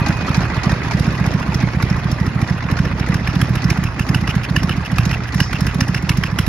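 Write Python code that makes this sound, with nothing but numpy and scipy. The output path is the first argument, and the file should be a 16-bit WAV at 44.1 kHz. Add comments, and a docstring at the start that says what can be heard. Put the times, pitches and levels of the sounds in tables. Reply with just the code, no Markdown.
"""A two-cylinder motorcycle idles unevenly while the listener walks from the tank to the tail pipes.
Each firing is a knock in the engine (filtered noise), a crack at the pipe mouth (resonant noise bursts)
and a low thump (a short pressure swing); some firings are weak or almost silent.
Valve gear and chains clatter underneath as patchy noise, with ringing cases and gear whine.
The gas in the pipes keeps ringing between firings, and a microphone pair hears it all in stereo."""
import sys
import numpy as np
from scipy import signal
from scipy.fft import rfft, irfft
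from scipy.io import wavfile
from scipy.ndimage import uniform_filter1d

SR = 44100
rng = np.random.default_rng(int(sys.argv[2]) if len(sys.argv) > 2 else 0)


def to_wav(s):
    """Save 16-bit WAV."""
    ch = np.atleast_2d(s).T  # columns
    pcm = np.round(np.clip(ch, -1, 1) * 32767)  # PCM
    wavfile.write(sys.argv[1], SR, pcm.astype(np.int16))


N = 285768


def gain_of(db):
    """Decibels to gain."""
    return 10 ** (np.asarray(db) / 20)


def evened(x):
    """Scales to rms 1."""
    return x / np.sqrt(np.mean(x ** 2) + 1e-20)


def read(points, hz, axis=1):
    """One column of a table, joined on a log-frequency axis."""
    table = np.transpose(points)
    return np.interp(np.log(hz + 1), np.log(table[0] + 1), table[axis])


def along(when, values):
    """A curve over the whole scene, one value a sample."""
    return np.interp(np.arange(N) / SR, when, values)


def noise(magnitude):
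    """Two unrelated noises with the given magnitude spectrum, rms 1."""
    hz = np.fft.rfftfreq(N, 1 / SR)
    return evened(irfft(rfft(rng.standard_normal((2, N))) * magnitude(hz), N))


def ringing(modes):
    """Two unrelated noises held in steep resonances, rms 1; modes are (Hz, width Hz, dB)."""
    return noise(lambda hz: sum(gain_of(db) / (1 + (2 * (hz - f) / width) ** 2) for f, width, db in modes))


def bursts(times, levels_db, rise, fall):
    """Sum of envelopes with a smooth rise to each time and an exponential fall, peak at the level."""
    at = np.round((np.asarray(times) - rise) * SR).astype(int)
    t = np.arange(-rise, 8 * fall, 1 / SR)
    inside, train = (at >= 0) & (at < N), np.zeros(N)
    np.add.at(train, at[inside], gain_of(levels_db)[inside])
    shape = np.where(t < 0, np.cos(t / rise * np.pi / 2) ** 2, np.exp(-np.maximum(t, 0) / fall))
    return signal.oaconvolve(train, shape)[:N]


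def pulses(times, sizes):
    """One-sample pulses of the given sizes, with a second to spare at the end."""
    return np.bincount(np.round(SR * times).astype(int), sizes, N + SR)


def dip(t, hz, width):
    """A pressure trough at time 0: a cosine under a bell envelope."""
    return -np.cos(2 * np.pi * hz * t) * np.exp(-(t / width) ** 2 / 2)


def struck(s, hz, level_db, rise, fall):
    """Short tones of random phase, one at each time."""
    t, out = np.arange(0, .05, 1 / SR), np.zeros(N + SR)
    shape = np.where(t < rise, np.sin(t / rise * np.pi / 2) ** 2, np.exp(-(t - rise) / fall))
    for at, f, db, turn in zip(s, hz, level_db, rng.random(len(s))):
        out[round(at * SR):][:len(t)] += gain_of(db) * shape * np.sin(2 * np.pi * (f * t + turn))
    return out[:N]


# one row a firing, the two cylinders alternating: (time of the thump's trough [s], relative burn strength [dB])
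FIRING_ORDER = [(0.0177, -5), (0.098, -4.5), (0.1619, -16), (0.232, -13), (0.3045, -4.5), (0.3813, -4),
                (0.442, -10), (0.508, -19), (0.58, -8), (0.6707, -5), (0.73, -3.5), (0.8055, -19),
                (0.87, -12), (0.9502, -5.5), (1.0082, -3.5), (1.08, -5.5), (1.1431, -11), (1.2136, -6),
                (1.277, -6), (1.351, -5), (1.416, -11), (1.4926, -7.5), (1.558, -4.5), (1.6389, -5.5),
                (1.715, -22), (1.773, -8.5), (1.8379, -4.5), (1.9145, -5), (1.982, -11), (2.059, -7.5),
                (2.129, -5), (2.2156, -6), (2.2796, -7.5), (2.3631, -8), (2.429, -4.5), (2.512, -5.5),
                (2.57, -17.5), (2.6554, -11.5), (2.726, -3.5), (2.8032, -4.5), (2.8671, -8.5), (2.936, -13),
                (3.012, -7), (3.1, -5), (3.1565, -5), (3.218, -13), (3.29, -8), (3.3675, -5.5), (3.428, -4),
                (3.508, -7), (3.5707, -8), (3.6561, -5), (3.7153, -4.5), (3.789, -7), (3.854, -8),
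                (3.934, -26), (4.0087, -6), (4.103, -4.5), (4.16, -4.5), (4.2278, -8.5), (4.2915, -8.5),
                (4.367, -5.5), (4.4331, -24), (4.5131, -7.5), (4.5757, -4), (4.646, -6), (4.709, -8),
                (4.783, -9.5), (4.849, -31), (4.9313, -7.5), (4.996, -3.5), (5.0683, -6), (5.1284, -8.5),
                (5.196, -15), (5.272, -38), (5.3595, -6), (5.415, -2.5), (5.484, -21), (5.5455, -8),
                (5.6214, -6), (5.6815, -6.5), (5.7599, -7.5), (5.8208, -5), (5.8965, -7.5), (5.962, -9.5),
                (6.041, -9), (6.1061, -4), (6.1867, -6), (6.2536, -10.5), (6.331, -11.5), (6.401, -4),
                (6.4792, -5.5)]


def firings():
    """Time [s], burn strength [dB] and cylinder (0 first, 1 second) of each firing."""
    s, burn_db = np.transpose(FIRING_ORDER)
    return s, burn_db, np.arange(len(s)) % 2


USUAL_DB = -6  # burn strength of a usual firing


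def heard(curve, slope):
    """Level of one part of each firing: the walk sets it for a usual firing, the burn strength moves it."""
    s, burn_db, second = firings()
    when, first_db, second_db = np.transpose(curve)
    usual = np.where(second, np.interp(s, when, second_db), np.interp(s, when, first_db))
    return usual + np.array(slope)[second] * (burn_db - USUAL_DB)


def valve_opens():
    """Moment each exhaust valve cracks open, earlier ahead of the thump when the firing is weak."""
    s, burn_db, _ = firings()
    return s - np.clip(.0095 - 0.00067 * (burn_db + 3), .009, .0150)


# noise colour of the moving parts: (frequency [Hz], relative level per Hz [dB])
CLATTER_COLOUR = [(90, -12), (190, -2), (280, -5), (450, -11), (900, -6.5), (1900, -5.5), (2700, -12.5),
                  (3300, -16.5), (5300, -17.5), (7000, -26), (9000, -36), (11000, -30.5), (13000, -49),
                  (15500, -36)]
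# walk round the machine: (time [s], relative clatter level [dB], tilt of the clatter [dB per octave])
WALK_LEVELS = [(0.0, -24, -2.5), (0.85, -25, -2.5), (2.04, -27.5, -2.5), (3.2, -27.5, -3),
               (3.7, -27.5, -2.46), (4.06, -28.5, -2.5), (6.48, -29.5, -2.53)]
# gear train whines: (frequency [Hz], width [Hz], relative level [dB])
GEAR_WHINES = [(1183, 9.8, -24), (2494, 27, -22)]


def clatter():
    """Valve gear, chains and intake: dense noise in drifting patches; valves tick by crank angle; gears whine."""
    frames, hz = N // 128 + 5, np.fft.rfftfreq(512, 1 / SR)
    s, level_db, tilt_db = np.transpose(WALK_LEVELS)
    t = np.arange(frames) * 128 / SR
    a, b, c, d, patches, flutter = rng.standard_normal((frames, len(hz), 6)).T
    flutter = evened(uniform_filter1d(uniform_filter1d(flutter, size=40, axis=0), size=8, axis=1))
    patches = evened(uniform_filter1d(uniform_filter1d(patches, size=3, axis=0), size=6, axis=1))

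    octaves = np.log2(hz[:, None] / 1200 + 0.004)
    colour_db = read(CLATTER_COLOUR, hz)[:, None] + octaves * np.interp(t, s, tilt_db)
    flutter_share = np.clip(hz[:, None] / 3000, 0, 1)  # only the treble flutters fully
    drift_db = 2.6 * patches + 2.2 * flutter * flutter_share
    z = np.array([a + 1j * b, c + 1j * d]) * gain_of(colour_db + drift_db)
    hiss = evened(signal.istft(z, nperseg=512, noverlap=384)[1][:, :N])

    fired, burn_db, _ = firings()
    draws = rng.random((len(fired) - 1, 4, 2))
    crank = np.array([.12, .35, .62, .8]) + 0.11 * draws[..., 0]  # share of the gap between firings
    ticks = fired[:-1, None] + np.diff(fired)[:, None] * crank
    rattle = 1 + bursts(ticks.ravel(), -8. + 12 * draws[..., 1].ravel(), 0.003, 0.0035)
    rattle += bursts(fired - .022, -7 + 1.2 * (burn_db - USUAL_DB), 0.014, 0.03)  # swells with each burn

    whine = sum(gain_of(db) * ringing([(f, width, 0)]) for f, width, db in GEAR_WHINES)
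    whine = whine * (1 + 2 * np.exp(-np.arange(N) / SR / 0.27))  # strongest beside the engine
    return (evened(hiss * rattle) + whine) * gain_of(2.0 + along(s, level_db))


# resonances of the engine cases: (frequency [Hz], width [Hz], relative level [dB])
CASE_RESONANCES = [(647, 27, -3.5), (850, 110, -5), (1075, 42, -9), (1460, 100, -23), (1980, 84, 7),
                   (4730, 120, -15)]


def clanks():
    """Metallic clanks of the cases at scattered moments about 26 to 50 ms ahead of each thump, uneven by mode."""
    s, level_db = np.transpose(WALK_LEVELS)[:2]
    fired, burn_db, _ = firings()
    blows, out = rng.random((len(CASE_RESONANCES), len(fired), 3)), 0
    for (hz, width, db), rows in zip(CASE_RESONANCES, blows):
        at = fired - np.where(rows[:, 2] < .6, .034, .05) + .008 * rows[:, 0]
        blow_db = db + .3 * burn_db - 3.0 - 14.0 * rows[:, 1]
        out += ringing([(hz, width, 0)]) * bursts(at, blow_db, 0.002, 0.01)
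    return out * gain_of(along(s, level_db))


# noise colour of the knock: (frequency [Hz], relative level per Hz [dB])
KNOCK_COLOUR = [(300, -23), (800, 26), (1900, 23.5), (2600, 30.5), (3500, 1), (5000, 15), (7000, -35),
                (15500, -109)]
# knock of a usual firing along the walk: (time [s], first cylinder [relative dB], second [relative dB])
KNOCK_WALK = [(0, -11, -9.5), (0.8, -9.5, -7.5), (2.0, -25, -22.5), (3.0, -16.5, -18), (3.6, -15, -10.5),
              (4.2, -26, -21), (4.6, -20, -28), (5.2, -7.5, -7), (5.7, -16, -13), (6.48, -25, -27)]
KNOCK_SLOPE = (0.099, 3.7)  # dB per dB of burn strength: first, second cylinder


def knocks():
    """Combustion rings the engine cases a little before the exhaust opens: a sharp tick and a duller ring."""
    s, _, second = firings()
    knock_db = heard(KNOCK_WALK, KNOCK_SLOPE)
    at = s - np.where(second, .0360, .0355)
    ring = noise(lambda hz: gain_of(read(KNOCK_COLOUR, hz))) * bursts(at, knock_db - 21.5, 0.0026, 0.011)
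    tick = ringing([(4720, 3300, 0)]) * bursts(at, knock_db - 22.0, 0.0013, 0.011)
    return ring + tick


# loudest knocks in the engine cases: (time [s], relative level [dB], ring [Hz], relative tick level [dB])
CASE_BLOWS = [(0.064, -6, 817, -21), (0.265, -20, 1090, -29), (0.348, -12, 940, -28),
              (0.633, -10.5, 775, -23), (0.695, -6, 1850, -24), (0.91, -6.5, 902, -22),
              (0.974, -38, 1060, -34), (1.242, -13, 1680, -34), (1.521, -10.5, 884, -47.5),
              (1.602, -13, 840, -24.5), (1.8, -8.5, 1120, -41), (2.475, -15, 1120, -27),
              (2.687, -7.5, 1095, -42), (2.769, -12, 1430, -24.5), (3.062, -14, 1420, -30),
              (3.124, -7, 1176, -36)]


def hard_knocks():
    """The loudest knocks in the engine cases: a sudden coarse burst, a short ring and a tick."""
    s, peak_db, hz, tick_db = np.transpose(CASE_BLOWS)
    coarse = noise(lambda f: gain_of(read(KNOCK_COLOUR, f)) / (1 + (f / 2800) ** 6))
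    burst = coarse * bursts(s + 0.00099, peak_db - 15.0, 0.0022, 0.0049)
    ring = struck(s, hz, peak_db - 14.5, 0.0011, 0.01)
    tick = ringing([(5100, 2700, 0)]) * bursts(s + 0.00042, tick_db - 7.0, 0.001, 0.014)
    return burst + ring + tick


# standing waves in the pipes: (frequency [Hz], width [Hz], relative level [dB])
STANDING_WAVES = [(55, 40, -44), (119, 18, -39)]
# combustion thud: lead on the thump [s], level relative to the burn [dB] for first and second cylinder
THUD_EARLY_S, THUD_DB = 0.0285, (-21, -22.5)


def pipes():
    """The gas columns keep ringing; each firing adds a low combustion thud, then a puff of turbulence."""
    s, burn_db, second = firings()
    swell = 2.74 + bursts(s + 0.0098, 1.9 * burn_db, 0.049, 0.064)
    ring = sum(gain_of(db) * ringing([(hz, width, 0)])[0] for hz, width, db in STANDING_WAVES) * swell
    puff = bursts(s - .006, burn_db - 30.5, 0.013, 0.0018)
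    thud = bursts(s - THUD_EARLY_S, burn_db + np.array(THUD_DB)[second], 0.004, 0.018)
    return ring + ringing([(255, 60, 0)])[0] * (puff + thud)


# slow heave of gas, first and second pipe:
# (trough after the thump [s], frequency [Hz], bell width [s], level at 0 dB burn strength [dB])
GAS_HEAVES = [(-.0005, 67, 0.01, -24.5), (.0125, 78.5, 0.012, -17)]
# return stroke: delay after the thump [s], pitch [Hz], middle level [dB]
STROKE_S, STROKE_HZ, STROKE_DB = 0.0443, 71.5, -20.5


def heaves():
    """Low swings of gas: one with each thump, one pumped by the return stroke, burn or no burn."""
    (s, burn_db, _), t, out = firings(), np.arange(-1500, 1501) / SR, 0
    for k, (late, hz, width, db) in enumerate(GAS_HEAVES):
        train = pulses(s[k::2] + late, gain_of(0.46 * burn_db[k::2] + db))
        out += signal.oaconvolve(train, dip(t, hz, width), "same")[:N]
    draws = rng.random((len(s), 2)) - .5
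    train = pulses(s + STROKE_S + 0.0095 * draws[:, 0], gain_of(STROKE_DB + 8.1 * draws[:, 1]))
    return out + signal.oaconvolve(train, dip(t, STROKE_HZ, 0.0062), "same")[:N]


POP_HZ, POP_S = 300, 0.0022  # pitch, bell width
POP_OPEN_DB, POP_TROUGH_DB = (-19, -24), (-23, -30)  # relative to the burn: first, second cylinder


def pops():
    """Short pressure dips that sharpen the start and the trough of each firing."""
    (s, burn_db, second), t = firings(), np.arange(-200, 201) / SR
    open_db = burn_db + np.array(POP_OPEN_DB)[second]
    trough_db = burn_db + np.array(POP_TROUGH_DB)[second]
    train = pulses(np.concatenate([valve_opens() - .002, s]), gain_of(np.concatenate([open_db, trough_db])))
    return signal.oaconvolve(train, dip(t, POP_HZ, POP_S), "same")[:N]


# loudest cracks, ringing the pipe mouth: (time [s], relative level [dB], low pitch [Hz], high pitch [Hz])
MOUTH_CLACKS = [(1.546, -19, 1310, 2000), (1.827, -16, 1420, 2300), (2.4174, -20, 1350, 2350),
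                (3.2741, -16, 1620, 2470), (3.4155, -14, 1280, 3320), (3.7035, -14, 2180, 2560),
                (3.9952, -13.5, 1736, 2730), (4.1465, -9, 1480, 2870), (4.2747, -14.5, 1640, 2890),
                (4.5637, -5, 1740, 2880), (4.6944, -12, 1296, 2900), (4.9842, -9, 1260, 2690),
                (5.1114, -14, 1560, 2470), (5.403, -8, 1630, 2920), (5.53, -27, 1960, 2800),
                (5.6695, -20, 1600, 2690), (5.8085, -19, 1780, 2730), (5.9464, -16.5, 1650, 2880),
                (6.0935, -9.5, 1590, 2820), (6.2354, -18, 1640, 3100), (6.3866, -14, 1410, 3280)]


def clacks():
    """The pipe mouth swells into a ring at two pitches and their relatives; the higher one then chatters."""
    s, peak_db, low_hz, high_hz = np.transpose(MOUTH_CLACKS)
    partials = ((low_hz, -8.0), (high_hz, -8.0), (.93 * high_hz, -11.0),
                (0.599 * low_hz, -14.0), (1.7 * high_hz, -19.0))
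    out = 0
    for hz, db in partials:
        out += struck(s - .0025, hz, peak_db + db, .0045, .0026)
    for late in (.018, .023, .04):
        out += struck(s + late, high_hz, peak_db - 23.0, .002, .0025)
    return out


# hiss of the gas jet: (frequency [Hz], relative level per Hz [dB])
JET_HISS = [(6500, -16), (7500, 3), (9000, 1.5), (11000, 1), (13000, -3), (15500, -3.5)]


def jet_hiss():
    """Broad turbulence of the escaping gas, cut steeply below 6.5 kHz."""
    return noise(lambda hz: gain_of(read(JET_HISS, hz)) * np.minimum(hz / 6500, 1) ** 8)


# rasp of the first pipe along the walk: (time [s], relative level [dB])
RASP_WALK = [(3.0, -24), (3.4, -18), (3.9, -18.5), (4.3, -10.5), (5.2, -12.5), (5.6, -14.5), (6.48, -21)]
RASP_LATE_S, HALF_BURN_DB, RASP_TREBLE_DB = 0.011, -9, -3  # loudest after a half burn
RASP_FADE_STRONG, RASP_FADE_WEAK, RASP_DULL_STRONG = 1.6, 0.26, 7  # dB per dB away from a half burn


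def rasps():
    """Late turbulence rasps in the first pipe; stronger burns dull it, stronger and weaker ones fade it."""
    s, burn_db, _ = firings()
    strong = np.maximum(burn_db[::2] - HALF_BURN_DB, 0)
    weak = np.maximum(HALF_BURN_DB - burn_db[::2], 0)
    at = s[::2] + RASP_LATE_S
    level_db = np.interp(at, *np.transpose(RASP_WALK)) - RASP_FADE_STRONG * strong - RASP_FADE_WEAK * weak
    treble_db = level_db + RASP_TREBLE_DB - RASP_DULL_STRONG * strong
    body = ringing([(2690, 560, 0), (1500, 700, -7.0)])
    treble = ringing(JET_WHISTLE) + gain_of(-7.5) * jet_hiss()
    out = 0
    for shift in (-.007, .001, .009):  # three overlapping puffs
        out += body * bursts(at + shift, level_db - 9.5, 0.006, 0.0026)
        out += treble * bursts(at + shift, treble_db - 19.0, 0.011, 0.0043)
    return out


# pipe mouth resonances: (frequency [Hz], width [Hz], relative level [dB])
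MOUTH_RESONANCES = [(1110, 160, -17), (1640, 580, -8.5), (1870, 1100, -9.5), (2770, 750, -12.5)]
# whistle of the gas jet: (frequency [Hz], width [Hz], relative level [dB])
JET_WHISTLE = [(3790, 910, 0.5), (5305, 1070, 7), (6550, 460, -4)]
# crack of a usual firing along the walk: (time [s], first cylinder [relative dB], second [relative dB])
CRACK_WALK = [(0, -25, -38.5), (0.7, -36, -38), (1.3, -36, -43), (2.0, -33, -37), (2.8, -21.5, -20),
              (3.2, -13.5, -24.5), (4.1, -17.5, -21.5), (5.1, -12.5, -19.5), (6.48, -9.5, -22.5)]
# jet of a usual firing along the walk: (time [s], first cylinder [relative dB], second [relative dB])
JET_WALK = [(0, -33.5, -30), (0.7, -33.5, -38), (1.3, -27, -36), (2.0, -28, -36), (2.8, -32, -34.5),
            (3.4, -22.5, -32), (4.5, -24, -29.5), (5.4, -24, -23), (6.48, -19, -26.5)]
CRACK_SLOPE, JET_SLOPE = (0.33, 2.7), (1.5, 2.3)  # dB per dB of burn strength: first, second cylinder


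def cracks():
    """Turbulent gas bursts from the pipe mouth ahead of the thump: mouth ring, whistle and hiss, with tails."""
    at, crack_db, jet_db = valve_opens(), heard(CRACK_WALK, CRACK_SLOPE), heard(JET_WALK, JET_SLOPE)
    # slight random level change of each resonance
    colour_db = 0.36 * rng.standard_normal((len(at), len(MOUTH_RESONANCES)))
    out = 0
    for (hz, width, db), own_db in zip(MOUTH_RESONANCES, colour_db.T):
        level_db = crack_db + db + own_db
        shape = bursts(at, level_db, 0.006, 0.0032) + bursts(at + 0.025, level_db - 17.5, 0.015, 0.012)
        out += ringing([(hz, width, 0)]) * shape

    tint_db = 3.5 * rng.standard_normal((len(at), len(JET_WHISTLE), 2))  # whistle and tail change colour
    for k, (hz, width, db) in enumerate(JET_WHISTLE):
        head, tail = jet_db + db - 10.5 + tint_db[:, k].T
        shape = bursts(at, head, 0.007, 0.0048) + bursts(at + 0.02, tail - 19.0, 0.012, 0.056)
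        out += ringing([(hz, width, 0)]) * shape

    air_db = -29.5 + 1.12 * (jet_db + 23.0)  # the hiss grows faster than the whistle
    shape = bursts(at - .001, air_db, 0.0046, 0.0048) + bursts(at + 0.022, air_db - 22.0, 0.014, 0.026)
    return out + jet_hiss() * shape


# thump of each cylinder's pipe:
# (frequency [Hz], rise width [s], fall width [s], envelope top of a strong thump after its trough [s])
PIPE_THUMPS = [(128, .0021, .0040, .0011), (156, .0032, .0046, .0010)]
WEAK_TOP_S = (-.0004, .0006)  # envelope top of a weak thump, each pipe
RETURN_S, RETURN_DB = (0.0123, 0.01625), (-26, -15)  # wave coming back along each pipe, relative to the burn


def thumps():
    """A short pressure swing from each pipe, its return wave, a second puff and scattered smaller swings."""
    s, burn_db, second = firings()
    t, out, count = np.arange(-1000, 2000) / SR, np.zeros(N), 8
    draws = rng.random((len(s), count, 2))

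    # gas is pumped even by a feeble firing: small swings of either sign spread through the gap
    share = (np.roll(np.arange(count), 2) + draws[..., 0]) / (count - 2)
    late = .016 + (np.diff(s, append=s[-1] + .07)[:, None] - .028) * share
    size = gain_of(-26.5 + 0.2 * burn_db[:, None]) * (2 * draws[..., 1] - 1)

    # the first three swings are the thump, the second puff and the return wave
    late[:, 0], size[:, 0] = 0, gain_of(burn_db)
    late[:, 1] = np.where(burn_db > -7.5, .033, .027) + 0.0035 * (draws[:, 1, 0] - .5)
    size[:, 1] = gain_of(-13 + .25 * burn_db - 4 * draws[:, 1, 1])
    late[:, 2], size[:, 2] = np.array(RETURN_S)[second], gain_of(burn_db + np.array(RETURN_DB)[second])

    strong = np.ones(size.shape)
    strong[:, 0] = np.clip((burn_db + 10) / 4, 0, 1)  # weak thumps blend into the weak shape
    for k, (hz, rise, fall, strong_top) in enumerate(PIPE_THUMPS):
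        times = (s[:, None] + late)[k::2].ravel()
        for top, part in ((strong_top, strong), (WEAK_TOP_S[k], 1 - strong)):
            envelope = np.exp(-((t - top) / np.where(t < top, rise, fall)) ** 2 / 2)
            swing = -np.cos(2 * np.pi * hz * t) * envelope
            train = pulses(times, (size * part)[k::2].ravel())
            out += signal.oaconvolve(train, swing)[1000:N + 1000]
    return gain_of(0.5) * out


# microphone pair: (frequency [Hz], likeness for the pipes [0-1], likeness for the engine [0-1],
# right over left [dB])
PORT_LIKENESS = [(97, 1, 0.81, 3), (292, 0.98, 0.93, 1.5), (620, 0.92, 0.73, 2.5), (2200, 0.87, 0.48, 3),
                 (2970, 0.49, 0.028, 2), (4200, 0.11, 0.28, 3), (5370, 0.89, 0.057, 0),
                 (7260, 0.064, 0.029, -4), (7570, 0.83, 1, 3.5), (8900, 0.99, 1, -2.5), (10000, 0.92, 1, 1),
                 (13500, 0.93, 0.83, 0), (14500, 1, .97, -2), (16500, 0.81, 0.89, 6)]
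# stereo phase by frequency: (frequency [Hz], right channel relative to left [rad])
STEREO_PHASE = [(800, 0), (2000, .5), (3500, .2), (5500, -1.6), (7500, -3.1), (8900, -3.), (10400, -.25),
                (12600, .25), (13700, 3.), (16000, 3.2)]


def ports(pair, axis):
    """Left hears the first signal; right a blend with the second, turned in phase; levels differ by pitch."""
    hz, (a, b) = np.fft.rfftfreq(N, 1 / SR), rfft(pair)
    same = np.clip(read(PORT_LIKENESS, hz, axis), 0, 1)
    tilt = gain_of(read(PORT_LIKENESS, hz, axis=3) / 2)  # half the level difference on each side
    right = same * a * np.exp(1j * read(STEREO_PHASE, hz)) + np.sqrt(1 - same ** 2) * b
    return irfft(np.array([a / tilt, right * tilt]), N)


def scene():
    """Pipes and engine reach the microphone pair with their own likeness."""
    engine = clatter() + clanks() + knocks() + hard_knocks()
    mouth = pipes() + heaves() + pops() + clacks() + rasps() + cracks() + thumps()
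    return ports(engine, axis=2) + ports(mouth, axis=1)


EDGE_HZ = 15850  # upper band limit


def record(dry):
    """The microphone drops the deepest bass, the highest peaks round off; then the band limit."""
    thin = signal.sosfiltfilt(signal.butter(3, 38., "highpass", fs=SR, output="sos"), dry)
    over = np.maximum(abs(thin) - .7, 0)
    soft = thin - np.sign(thin) * (over - .27 * np.tanh(over / .27))
    lowpass = signal.firwin(511, EDGE_HZ, window=("kaiser", 9), fs=SR)
    return signal.oaconvolve(soft, lowpass[None], "same")


dry = scene()
out = record(dry)
to_wav(out)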